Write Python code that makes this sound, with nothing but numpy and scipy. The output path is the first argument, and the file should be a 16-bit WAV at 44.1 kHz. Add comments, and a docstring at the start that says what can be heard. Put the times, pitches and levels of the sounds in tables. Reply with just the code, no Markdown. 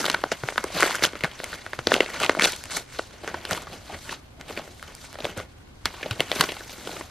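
"""Hands close to a small stereo microphone tear open a paper envelope and draw out a note in a quiet carpeted room.
Rustle and soft hush run throughout: fibre clicks and sliding noise swell with each pull, over steady band noise.
Snaps crowd the first 2.5 s: bursts of small steps ring a panel, crack at the edge and push the sheet.
Soft low thumps of the flexing envelope join from 0.4 s: decaying sines about two cycles long.
Snaps are mostly sparser and fainter to 5.4 s, strong again from 5.9 to 6.5 s, then faint rustle to the end."""
import sys
import numpy as np
from scipy import signal
from scipy.fft import rfft, irfft, next_fast_len
from scipy.io import wavfile

SR = 44100
rng = np.random.default_rng(int(sys.argv[2]) if len(sys.argv) > 2 else 0)


def inscribe(sig):
    """Save sig as 16-bit PCM at rate SR to the path in sys.argv[1].

    A 1-D sig is mono; a 2-D sig holds one channel per row.
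    Samples are clipped to [-1, 1] before scaling.
    """
    pcm = np.round(np.clip(np.atleast_2d(sig).T, -1, 1) * 32767)
    wavfile.write(sys.argv[1], SR, pcm.astype(np.int16))


N = 313274

# creases snapping through:
# (time [s], panel peak [dB], panel pitch [Hz], brightness [dB], burst length [ms])
CREASE_SNAPS = [(0.0065, -14.5, 3840, -3, 2), (0.0429, -12, 1230, 4, 3.6), (0.054, -9.5, 3200, 5, 9.6),
                (0.0636, -8, 3500, 13, 1), (0.0824, -15.5, 1980, -12, 2.5), (0.099, -3.5, 3020, 5, 2.5),
                (0.1408, -22, 1490, -6, 1.6), (0.144, -8.5, 1460, -2.5, 3.7),
                (0.2384, -11, 1290, -21.5, 1.94), (0.316, -18.5, 4500, -2, 1.5),
                (0.318, -10, 4100, -10, 2.5), (0.323, -10.5, 810, 6, 1.6), (0.436, -19, 1540, -13, 1.6),
                (0.4873, -10, 1680, -5, 0.57), (0.5232, -28.5, 1540, -23, 2.1), (0.559, -21, 1390, -6, 0.7),
                (0.579, -7, 1400, 0, 4.3), (0.641, -15.5, 4450, 28.5, 0.81),
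                (0.6426, -23.5, 940, -34.5, 1.6), (0.703, -31, 1090, -26, 2.4), (0.799, -15, 1430, -7, 3.2),
                (0.806, -8, 2300, 20, 3.2), (0.8246, -3, 1460, 0, 2.7), (0.8301, 0, 1520, 6, 0.63),
                (0.8343, -13.5, 1900, -8, 0.72), (0.859, -13, 1080, -10, 3.2), (0.863, -16, 1200, -8, 1.7),
                (0.892, -24, 1063, 7, 0.76), (0.909, -14.5, 1120, 9, 0.62), (0.9268, -16.5, 4430, 11, 0.65),
                (0.944, -16, 1460, 5, 6.8), (0.954, -16.5, 1500, 26, 3.9), (0.984, -25, 1600, -5, 1.5),
                (0.993, -22.5, 1660, -10, 0.91), (1.0235, -14, 1640, -10, 3), (1.037, -1, 3460, 8, 2.2),
                (1.039, -1, 3470, 4, 2.4), (1.046, -8, 1290, 4, 1.9), (1.051, -5, 2520, 12, 2.5),
                (1.059, -20, 3200, 2, 2), (1.1336, -24.5, 890, -14, 2), (1.1544, -22, 1560, -4, 1.9),
                (1.208, -20.5, 2250, 5, 1.6), (1.227, -30.5, 1510, 8, 1.2), (1.2371, -8, 2040, 0, 3.1),
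                (1.245, -8, 1350, -1, 1.25), (1.2502, -17.5, 1630, -10, 5.9), (1.2439, -20, 1460, -7, 1.8),
                (1.4014, -22, 1650, -12, 0.25), (1.4359, -29.5, 570, -13, 1.7),
                (1.4421, -17, 1770, 28, 1.7), (1.529, -24, 1650, 2, 5.1), (1.542, -23.5, 1940, 5, 1.8),
                (1.6643, -19.5, 1470, 6, 0.62), (1.733, -17, 1460, -2, 1.4), (1.7904, -14.5, 1230, -6, 1.5),
                (1.871, 0, 3610, -4, 1.26), (1.91, -26.5, 1300, -4, 3.3), (1.9183, -5.5, 1390, -13, 2.6),
                (1.9404, -0.5, 2650, 6, 2), (1.9638, -15.5, 2610, -20, 1.2), (1.981, -30, 595, -28, 2.2),
                (2.005, -2.5, 2130, -6.5, 3.5), (2.017, -30, 2300, -2, 4.5), (2.061, -19.5, 2230, -5, 4.6),
                (2.149, -25.5, 1350, -4, 7), (2.202, -14, 1710, 23, 1.4), (2.208, -28.5, 790, -31, 1.7),
                (2.223, -19.5, 3300, 4, 6.5), (2.229, -11, 2530, 8, 12), (2.2341, -13.5, 1540, -3, 4.1),
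                (2.24, -10, 2400, 4.5, 0.88), (2.2507, -17.5, 1170, -4, 7), (2.263, -11, 2390, 3, 2.4),
                (2.247, -8, 2590, 11, 0.34), (2.295, -2.5, 1580, -9.5, 2.8), (2.331, -26, 900, -20, 3.8),
                (2.35, -16, 1280, -8, 0.38), (2.3699, -27.5, 710, -32, 14), (2.39, -18, 1780, -7, 4.4),
                (2.396, -5, 1650, 6.5, 1.65), (2.409, -12, 1740, 0, 22), (2.4217, -2, 2810, 7, 0.6),
                (2.434, -19, 1500, -1, 2.2), (2.44, -12, 1980, 9, 6.5), (2.448, -4.5, 2620, 3, 6.7),
                (2.469, -31, 1200, 2, 2.6), (2.4554, -9.5, 3930, 5, 0.7), (2.521, -25.5, 4540, 44, 5.1),
                (2.5323, -18, 2450, 6.5, 6.7), (2.563, -29, 2120, 38, 2.4), (2.576, -34, 4500, 13, 1.3),
                (2.639, -22.5, 2100, 32, 0.56), (2.656, -25, 2150, 25, 0.27), (2.699, -29, 1610, -6, 3.3),
                (2.709, -25, 2020, 26, 5.7), (2.733, -22.5, 3040, 20, 0.7), (2.7671, -16.5, 3250, 30, 13),
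                (2.948, -28, 1980, 8, 3.1), (2.988, -19.5, 3170, 2, 6.6), (2.9935, -17, 1530, -25.5, 1.8),
                (3.235, -33, 594, -26, 8.1), (3.245, -30, 1500, -22, 1), (3.2768, -14, 4220, 3, 1.5),
                (3.277, -27, 1600, -27, 11), (3.3426, -20.5, 1460, -18, 5.4), (3.452, -14.5, 3000, 3, 1.4),
                (3.51, -12.5, 1460, 21, 2.9), (3.529, -24.5, 1880, -29.5, 3.4), (3.575, -19, 1020, 5, 8.8),
                (3.62, -31.5, 1090, 24, 16), (3.67, -30.5, 1350, -13, 6.8), (3.896, -32, 656, -16, 17),
                (3.945, -23, 1660, -6, 1.3), (4.093, -21, 1960, -1, 3), (4.1245, -21, 1020, 9, 6.7),
                (4.4119, -28, 1690, 1, 1), (4.4118, -24, 5700, 4.5, 1.1), (4.483, -28, 2900, 9, 6.8),
                (4.4967, -34, 925, -28, 3.3), (4.507, -30.5, 810, -25, 5.8), (4.566, -27.5, 2150, 1, 6.1),
                (4.5749, -16, 2050, -7, 3.9), (4.595, -31, 690, -27, 4.8), (4.677, -35.5, 1470, -18, 1.6),
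                (4.796, -34, 1980, 12, 2.3), (4.8273, -23, 1480, 17, 0.36), (4.951, -40, 4340, 56, 1.4),
                (5.129, -28.5, 4300, 28, 0.73), (5.143, -27, 3500, -3, 2.2), (5.155, -28.5, 1520, -10, 2.9),
                (5.187, -24, 730, -4, 5.8), (5.2038, -22.5, 3070, -7, 5.9), (5.222, -29, 4400, 9, 2),
                (5.245, -16, 3060, -7, 3.5), (5.2524, -12, 2360, -10, 3.1), (5.268, -27.5, 690, -18, 2.5),
                (5.3755, -26, 2270, 22, 4), (5.392, -27.5, 3440, -6, 3.3), (5.4, -21.5, 880, -18, 2.5),
                (5.856, -3, 3300, 10.5, 3.5), (5.94, -29, 850, -9, 6.4), (6.011, -33, 820, 2, 3.4),
                (6.0294, -20, 1960, -5, 6.4), (6.06, -24, 2520, -23, 7.2), (6.11, -12.5, 2880, 7, 6.1),
                (6.1965, -17, 2340, -10, 4.1), (6.205, -1.5, 2400, 2, 1.9), (6.3161, -7.5, 2460, -7, 2.2),
                (6.3271, -20.5, 2060, -13, 3.6), (6.3605, -22, 2120, -18, 14), (6.4094, 3, 3240, 15, 3.2),
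                (6.4376, -11.5, 3620, 5, 5.2), (6.4891, -18.5, 2370, -4.5, 20), (6.52, -15.5, 2360, 5, 2.1),
                (6.566, -25.5, 1010, 3, 5.6), (6.6054, -29, 1400, -11, 10), (6.695, -28, 2530, -1, 5.2),
                (6.8725, -21.5, 950, -14, 3.8), (6.892, -29.5, 570, -14, 3.5), (6.912, -38, 796, -21, 2.6),
                (6.9656, -26.5, 1540, -5, 4.2), (7.0094, -26, 1590, -17, 5.6)]
HARD_PULL_DB = -32   # rasp level of a hard pull


def from_db(db):
    """Gain of a level in dB."""
    return 10 ** (np.asarray(db) / 20)


def rms_one(x):
    """Scaled to rms 1."""
    return x / np.sqrt(np.mean(x ** 2) + 1e-20)


def peak_one(x):
    """Scaled to peak 1."""
    return x / np.max(np.abs(x))


def at_hz(points, hz):
    """A (frequency, value) table read on a log-frequency axis."""
    table_hz, values = np.array(points).T
    return np.interp(np.log(hz), np.log(table_hz + 1e-9), values)


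def band(x, low_hz, high_hz):
    """Butterworth band-pass."""
    high_hz = min(high_hz, .45 * SR)
    return signal.sosfilt(signal.butter(2, [low_hz, high_hz], "band", fs=SR, output="sos"), x)


def drift(rate_hz):
    """Slow random wander of rms 1: noise through two equal one-pole low-passes."""
    settle = 9000
    r = np.exp(-2 * np.pi * rate_hz / SR)
    noise = rng.standard_normal(N + settle)
    return rms_one(signal.lfilter([1], [1, -2 * r, r * r], noise)[settle:])


def rustle_levels():
    """Rasp, hiss and body in dB: the handling, each pull and the wake of each snap add in power."""
    # fingers resting and shifting on the paper: (time [s], rasp [dB], hiss [dB])
    handling = [(0, -36.5, -53), (0.42, -53, -48), (0.68, -43.5, -44.5), (1.3, -47.5, -53.5),
                (1.8, -51.5, -51.5), (2.6, -50, -45), (2.87, -59.5, -66), (3.2, -61.5, -65),
                (4.05, -66.5, -49), (4.24, -80.5, -70), (4.78, -81, -55.5), (5.15, -52, -53.5),
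                (5.47, -63.5, -66.5), (5.82, -63.5, -64), (5.95, -46, -49.5), (6.6, -46.5, -47),
                (7.1, -57.5, -56.5)]
    # pulls that tear or slide the paper:
    # (peak time [s], rasp [dB], rise [ms], fall [ms], hiss re rasp [dB], body re rasp [dB])
    pulls = [(0.0, -31.5, 50, 175, 3.5, -6.5), (0.493, -37.5, 93, 36, -1.5, -5),
             (0.765, -34.5, 38, 30, -1.5, 3.5), (0.817, -22.5, 70, 174, -2.5, -12.5),
             (1.049, -24, 27, 25, 4.5, -5), (1.54, -42.5, 410, 77, -1, -6),
             (1.924, -29.5, 46, 110, -0.5, 3), (2.241, -29.5, 230, 78, -5, -6.5),
             (2.441, -20.5, 30, 80, 2, -15), (2.714, -35.5, 28, 95, 3, -22), (2.771, -32.5, 73, 53, 4, -4),
             (2.938, -47.5, 92, 280, 3.5, -8.5), (3.288, -44.5, 240, 1080, -4, -0.5),
             (3.523, -29, 45, 82, -2, -4), (3.731, -42, 40, 78, -4.5, 2), (3.952, -38.5, 100, 44, -7, 0),
             (4.12, -36, 91, 54, -0.5, -6.5), (4.401, -49.5, 25, 39, -6, 7.5), (4.5, -42, 59, 314, -3, 0),
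             (4.574, -46, 43, 110, -9, 3.5), (4.9, -48, 110, 155, -8, -3.5), (5.05, -48.5, 130, 71, 3, -8),
             (5.259, -38.5, 71, 115, -4.5, 1), (5.381, -34.5, 22, 59, -3.5, 2.5),
             (6.05, -50, 35, 330, -20, 9), (6.408, -32, 140, 100, 0, -2), (6.705, -46.5, 64, 130, 1, -19),
             (6.963, -41.5, 360, 152, 1, 1.5)]
    handling_body_db = -6.5   # re rasp
    slope_db = 20   # gained over a rise, lost over a fall
    wake_db, wake_rise_ms, wake_fall_ms = -26.5, 1, 49   # level re the snap's panel peak
    wake_hiss_db, wake_body_db = -6.5, -2   # re the wake's rasp

    t = np.arange(0, N + 64, 64) / SR
    s, rasp_db, hiss_db = np.transpose(handling)
    bases_db = (rasp_db, hiss_db, rasp_db + handling_body_db)
    power = from_db([np.interp(t, s, db) for db in bases_db]) ** 2
    wakes = [(c[0], c[1] + wake_db, wake_rise_ms, wake_fall_ms, wake_hiss_db, wake_body_db)
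             for c in CREASE_SNAPS]
    for s, db, rise_ms, fall_ms, hiss_db, body_db in list(pulls) + wakes:
        away = 1000 * np.abs(t - s) / np.where(t < s, rise_ms, fall_ms)
        colour_db = np.array([[0], [hiss_db], [body_db]])
        power += from_db(db - slope_db * away + colour_db) ** 2
    return [np.interp(np.arange(N) / SR, t, 10 * np.log10(p)) for p in power]


def ticks(rasp_db):
    """Scattered small buckles: lone clicks, each ringing a patch of its own size for a few cycles."""
    rate_per_s, share = 160, .65   # share re rasp
    growth = .2   # gentle sliding buckles less: extra dB per dB of rasp
    width = 1.5   # pitch ratio to either side

    born = rng.random(N) < rate_per_s / SR
    sizes = from_db(4.5 * np.minimum(rng.exponential(1, N), 3.5))
    clicks = born * sizes * rng.choice([-1, 1], N)
    pitches_hz, dealt = np.geomspace(300, 4500, 14), rng.integers(0, 14, N)
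    out = 0
    for k, hz in enumerate(pitches_hz):
        own = clicks * (dealt == k) + 1e-18
        out = out + band(own, hz / width, hz * width) / np.sqrt(hz)
    return share * from_db(rasp_db + growth * (rasp_db - HARD_PULL_DB)) * rms_one(out)


def rustle():
    """Clumped fibre clicks of uneven size, each ringing a small patch of sheet, over sliding noise."""
    # colour of the paper, relative within rasp, hiss and body: (frequency [Hz], density [dB])
    paper_colour = [(88, -37), (150, 2.5), (524, 1), (905, -1), (1480, -3), (1690, -4), (1900, -1.5),
                    (4240, -4.5), (6910, -11), (12400, -16), (16000, -41)]
    clicks_per_s = 1600   # before clumping
    grain_growth = .15   # gentle sliding is smoother: dB of clicks per dB of rasp

    levels_db = rustle_levels()
    clump = drift(48)
    born = rng.random(N) < clicks_per_s * from_db(4.5 * drift(70)) / SR
    sizes = from_db(3.2 * np.minimum(rng.exponential(1, N), 4.5))
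    clicks = born * sizes * rng.choice([-1, 1], N)
    patch = rng.integers(0, 4, N)   # a click drives its own patch fully, the others weakly
    grain = from_db(np.minimum(grain_growth * (levels_db[0] - HARD_PULL_DB), 0))
    slide = rng.standard_normal((2, N))

    edges_hz = 150 * 2 ** np.arange(0, 7.0, .5)
    groups = np.zeros((3, N))   # rasp, hiss, body
    for k, (low, high) in enumerate(zip(edges_hz, edges_hz[1:])):
        hz = np.sqrt(low * high)
        patch_clicks = rms_one(clicks * np.where(patch == k % 4, 1, .4))
        drive = grain * patch_clicks + np.sqrt(1.12 - grain ** 2) * slide[k % 2]
        group = 0 if 800 < hz < 4000 else 1 if hz > 4000 else 2
        flicker_db = 2.0 * drift(27)
        groups[group] += from_db(at_hz(paper_colour, hz) + flicker_db) * band(drive, low, high)

    swell = from_db(1.4 * clump)
    rub = swell * sum(from_db(db) * rms_one(g) for db, g in zip(levels_db, groups))
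    # treble from all over the sheet, opposite in the two ports
    wide = .5 * from_db(levels_db[1]) * rms_one(band(slide[0, ::-1], 5200, 9600))
    return rub + ticks(levels_db[0]), swell * wide


def hush():
    """Steady room and microphone noise in half-octave bands: bass mostly alike, opposite near 4 kHz."""
    # noise colour, scaled as a whole below: (frequency [Hz], density [dB])
    colour = [(12, -41), (20, -8), (49, -5), (101, -4), (172, -16), (210, -10.5), (328, -16), (3250, -31),
              (12400, -47.5), (14300, -56.5), (16000, -67)]
    # left-right likeness: (frequency [Hz], correlation [1], held within -1 to 1)
    likeness = [(90, 1), (160, 0.85), (300, 0.049), (520, -0.2), (900, 0.13), (4000, -1.3), (15000, 0.59)]
    level_db = -48.5   # rms

    out, edges_hz = 0, 18 * 2 ** np.arange(0, 10.1, .5)
    white = rng.standard_normal((2, 2, N))
    for k, (low, high) in enumerate(zip(edges_hz, edges_hz[1:])):
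        mid, side = band(white[k % 2], low, high)
        hz = np.sqrt(low * high)
        alike = np.clip(at_hz(likeness, hz), -1, 1)
        stereo = np.sqrt(1 + alike) * mid + np.sqrt(1 - alike) * side * [[1], [-1]]
        out = out + from_db(at_hz(colour, hz)) * stereo
    return from_db(level_db) * rms_one(out)


def snaps():
    """A crease creaks, then gives way in one firm step and a dying run: panel ring, crack and push."""
    creep_ms, creep_db = 4.0, -21   # creak before the snap: time constant, level re the steps
    step_firmness = 26   # main step re the small ones
    crack_base_db, push_base_db = -8, -8.5   # re panel, at brightness 0
    thin_slope = 1.6   # extra dB of push lost per dB of brightness over 5
    crack_share = .57   # crack and push last this share of the burst
    panel_width = 1.42   # pitch ratio to either side

    size, lead = 2048, 512
    out = np.zeros((2, N + 4096))
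    ms = 1000 * (np.arange(size) - lead) / SR
    jolts = rng.standard_normal((len(CREASE_SNAPS), 2, size)) ** 3   # few large, many small
    jolts[:, :, lead] = step_firmness * np.sign(jolts[:, :, lead])
    creep = from_db(creep_db) * np.exp(np.minimum(ms, 0) / creep_ms)
    after_ms = np.maximum(ms, 0)

    def envelope(span_ms):
        """Creak, then fast fall with a faint 110 ms tail."""
        fall = np.exp(-(after_ms / max(span_ms, .2)) ** 1.71)
        return np.where(ms < 0, creep, fall + .035 * np.exp(-after_ms / 110))

    for (s, peak_db, hz, bright_db, burst_ms), (jolt, aside) in zip(CREASE_SNAPS, jolts):
        crack_gain = from_db(crack_base_db + bright_db / 2)
        push_db = push_base_db - bright_db / 2 - thin_slope * max(bright_db - 5, 0)
        shape, short = envelope(burst_ms), envelope(crack_share * burst_ms)
        burst, short_burst = jolt * shape, jolt * short

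        ring = peak_one(band(band(burst, hz / 2, hz * 2), hz / panel_width, hz * panel_width))
        broad = peak_one(band(band(burst, 340, 4380), 580, 5100))
        panel = peak_one(ring + 1.26 * from_db(.12 * bright_db) * broad)
        crack = crack_gain * peak_one(band(signal.lfilter([1], [1, -.6], short_burst), 4000, 12500))
        push = from_db(push_db) * peak_one(band(band(short_burst, 194, 1640), 301, 777))

        # the snap comes from scattered points, so part of it differs between the ports
        side_crack = peak_one(band(signal.lfilter([1], [1, -.4], aside * short), 3100, 15000))
        side_panel = peak_one(band(aside * shape, 990, 5600))
        scatter = .27 * crack_gain * side_crack + .098 * side_panel
        at = round(s * SR)
        out[:, at:at + size] += from_db(peak_db) * np.array([panel + crack + push, scatter])
    return out[:, lead:N + lead]


def flexes():
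    """The whole envelope flexing: a soft push of air, about two cycles long."""
    # (time [s], peak [dB], pitch [Hz])
    thumps = [(0.434, -26.5, 127), (0.744, -44, 52.4), (1.033, -28, 191), (1.238, -23, 158),
              (1.786, -32, 120), (1.869, -36, 91), (2.388, -28.5, 189), (3.517, -36, 102), (3.934, -37, 86),
              (5.236, -36, 116), (5.375, -33, 100), (5.671, -44, 77.7), (5.84, -35, 73), (6.11, -23.5, 108),
              (6.193, -29.5, 136), (6.397, -24, 175)]
    size = 8192
    out = np.zeros(N + size)
    for s, peak_db, hz in thumps:
        cycles, at = np.arange(size) / SR * hz, round(s * SR)
        pulse = cycles * np.exp(-1.3 * cycles) * np.sin(2 * np.pi * cycles)
        out[at:at + size] += from_db(peak_db) * peak_one(pulse)
    return out[:N]


def sheet(x):
    """The envelope's air pocket and panels ring briefly with every click: two-pole resonances."""
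    # (frequency [Hz], width [Hz], level re direct [dB])
    resonances = [(610, 110, -9), (1460, 98, -2), (2150, 64, -9)]
    out = x.copy()
    for hz, width_hz, level_db in resonances:
        r = np.exp(-np.pi * width_hz / SR)
        zeros = [(1 - r * r) / 2, 0, (r * r - 1) / 2]
        poles = [1, -2 * r * np.cos(2 * np.pi * hz / SR), r * r]
        out += from_db(level_db) * signal.lfilter(zeros, poles, x)
    return out


def room(x):
    """Eight feedback delays a side, duller on every round."""
    t60_s, wall_cut_hz = .34, 7800   # decay in the bass; low-pass of each round
    size = next_fast_len(N + SR)
    bins = np.arange(size // 2 + 1)
    turn = np.exp(-2j * np.pi * bins / size)   # one sample of delay
    dull = np.exp(-2 * np.pi * wall_cut_hz / SR)
    wall = (1 - dull) / (1 - dull * turn)
    walls = np.zeros((2, size // 2 + 1), complex)
    lags = (rng.uniform(.021, .088, 16) * SR).astype(int)
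    for k, lag in enumerate(lags):
        loop = from_db(-60 * lag / SR / t60_s) * wall * np.exp(-2j * np.pi * lag * bins / size)
        walls[k % 2] += (-1) ** (k // 2) * loop / (1 - loop)
    return irfft(rfft(x, size) * walls, size)[:, :N]


def ports(x):
    """Paper held to the left reaches the two ports with a phase difference that varies with frequency."""
    # left port ahead of right for paper at the left: (frequency [Hz], phase [rad])
    lead_phase = [(1000, 0.0), (2500, -0.2), (4000, 0.53), (6890, -0.34), (9300, 2.06), (11700, 2),
                  (15400, 4.5)]
    # where the paper is held: (time [s], position [0 in front to 1 at the left])
    leftward = [(0, 0.46), (2.7, 0.82), (3.2, 0.56), (3.55, 0.53), (4.3, 0.36), (5.2, 0.44), (6.4, 0.31),
                (6.8, 0.1), (7.1, 0.49)]
    size = next_fast_len(N + 256)
    share = np.clip(np.interp(np.arange(N) / SR, *np.transpose(leftward)), 0, 1)
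    hz = np.arange(1, size // 2 + 2) / size * SR
    half = np.exp(.5j * at_hz(lead_phase, hz))
    aslant = irfft(rfft(share * x, size) * np.array([half, half.conj()]), size)[:, :N]
    return (aslant + (1 - share) * x) * from_db([[.2], [-.2]])


def scene():
    """Paper close by, its room, and the hush."""
    room_gain = from_db(-27)
    wall_width = .3   # share of the room that differs between the ports
    snap, snap_side = snaps()
    rub, rub_side = rustle()
    paper = sheet(snap + rub) + flexes()
    left, right = room(paper)
    # close-set ports hear nearly the same room
    walls = room_gain * (left + right) / 2
    wall_side = wall_width * room_gain * band(left - right, 700, 9000)
    side = snap_side + rub_side + wall_side
    return ports(paper + walls) + side * [[1], [-1]] + hush()


def record(dry):
    """Peaks clip at full scale; a steep low-pass cuts the top."""
    cutoff_hz = 16600   # stop-band edge
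    top_cut = signal.cheby2(14, 90, cutoff_hz, fs=SR, output="sos")
    return signal.sosfilt(top_cut, np.clip(dry, -1, 1))


dry = scene()
out = record(dry)
inscribe(out)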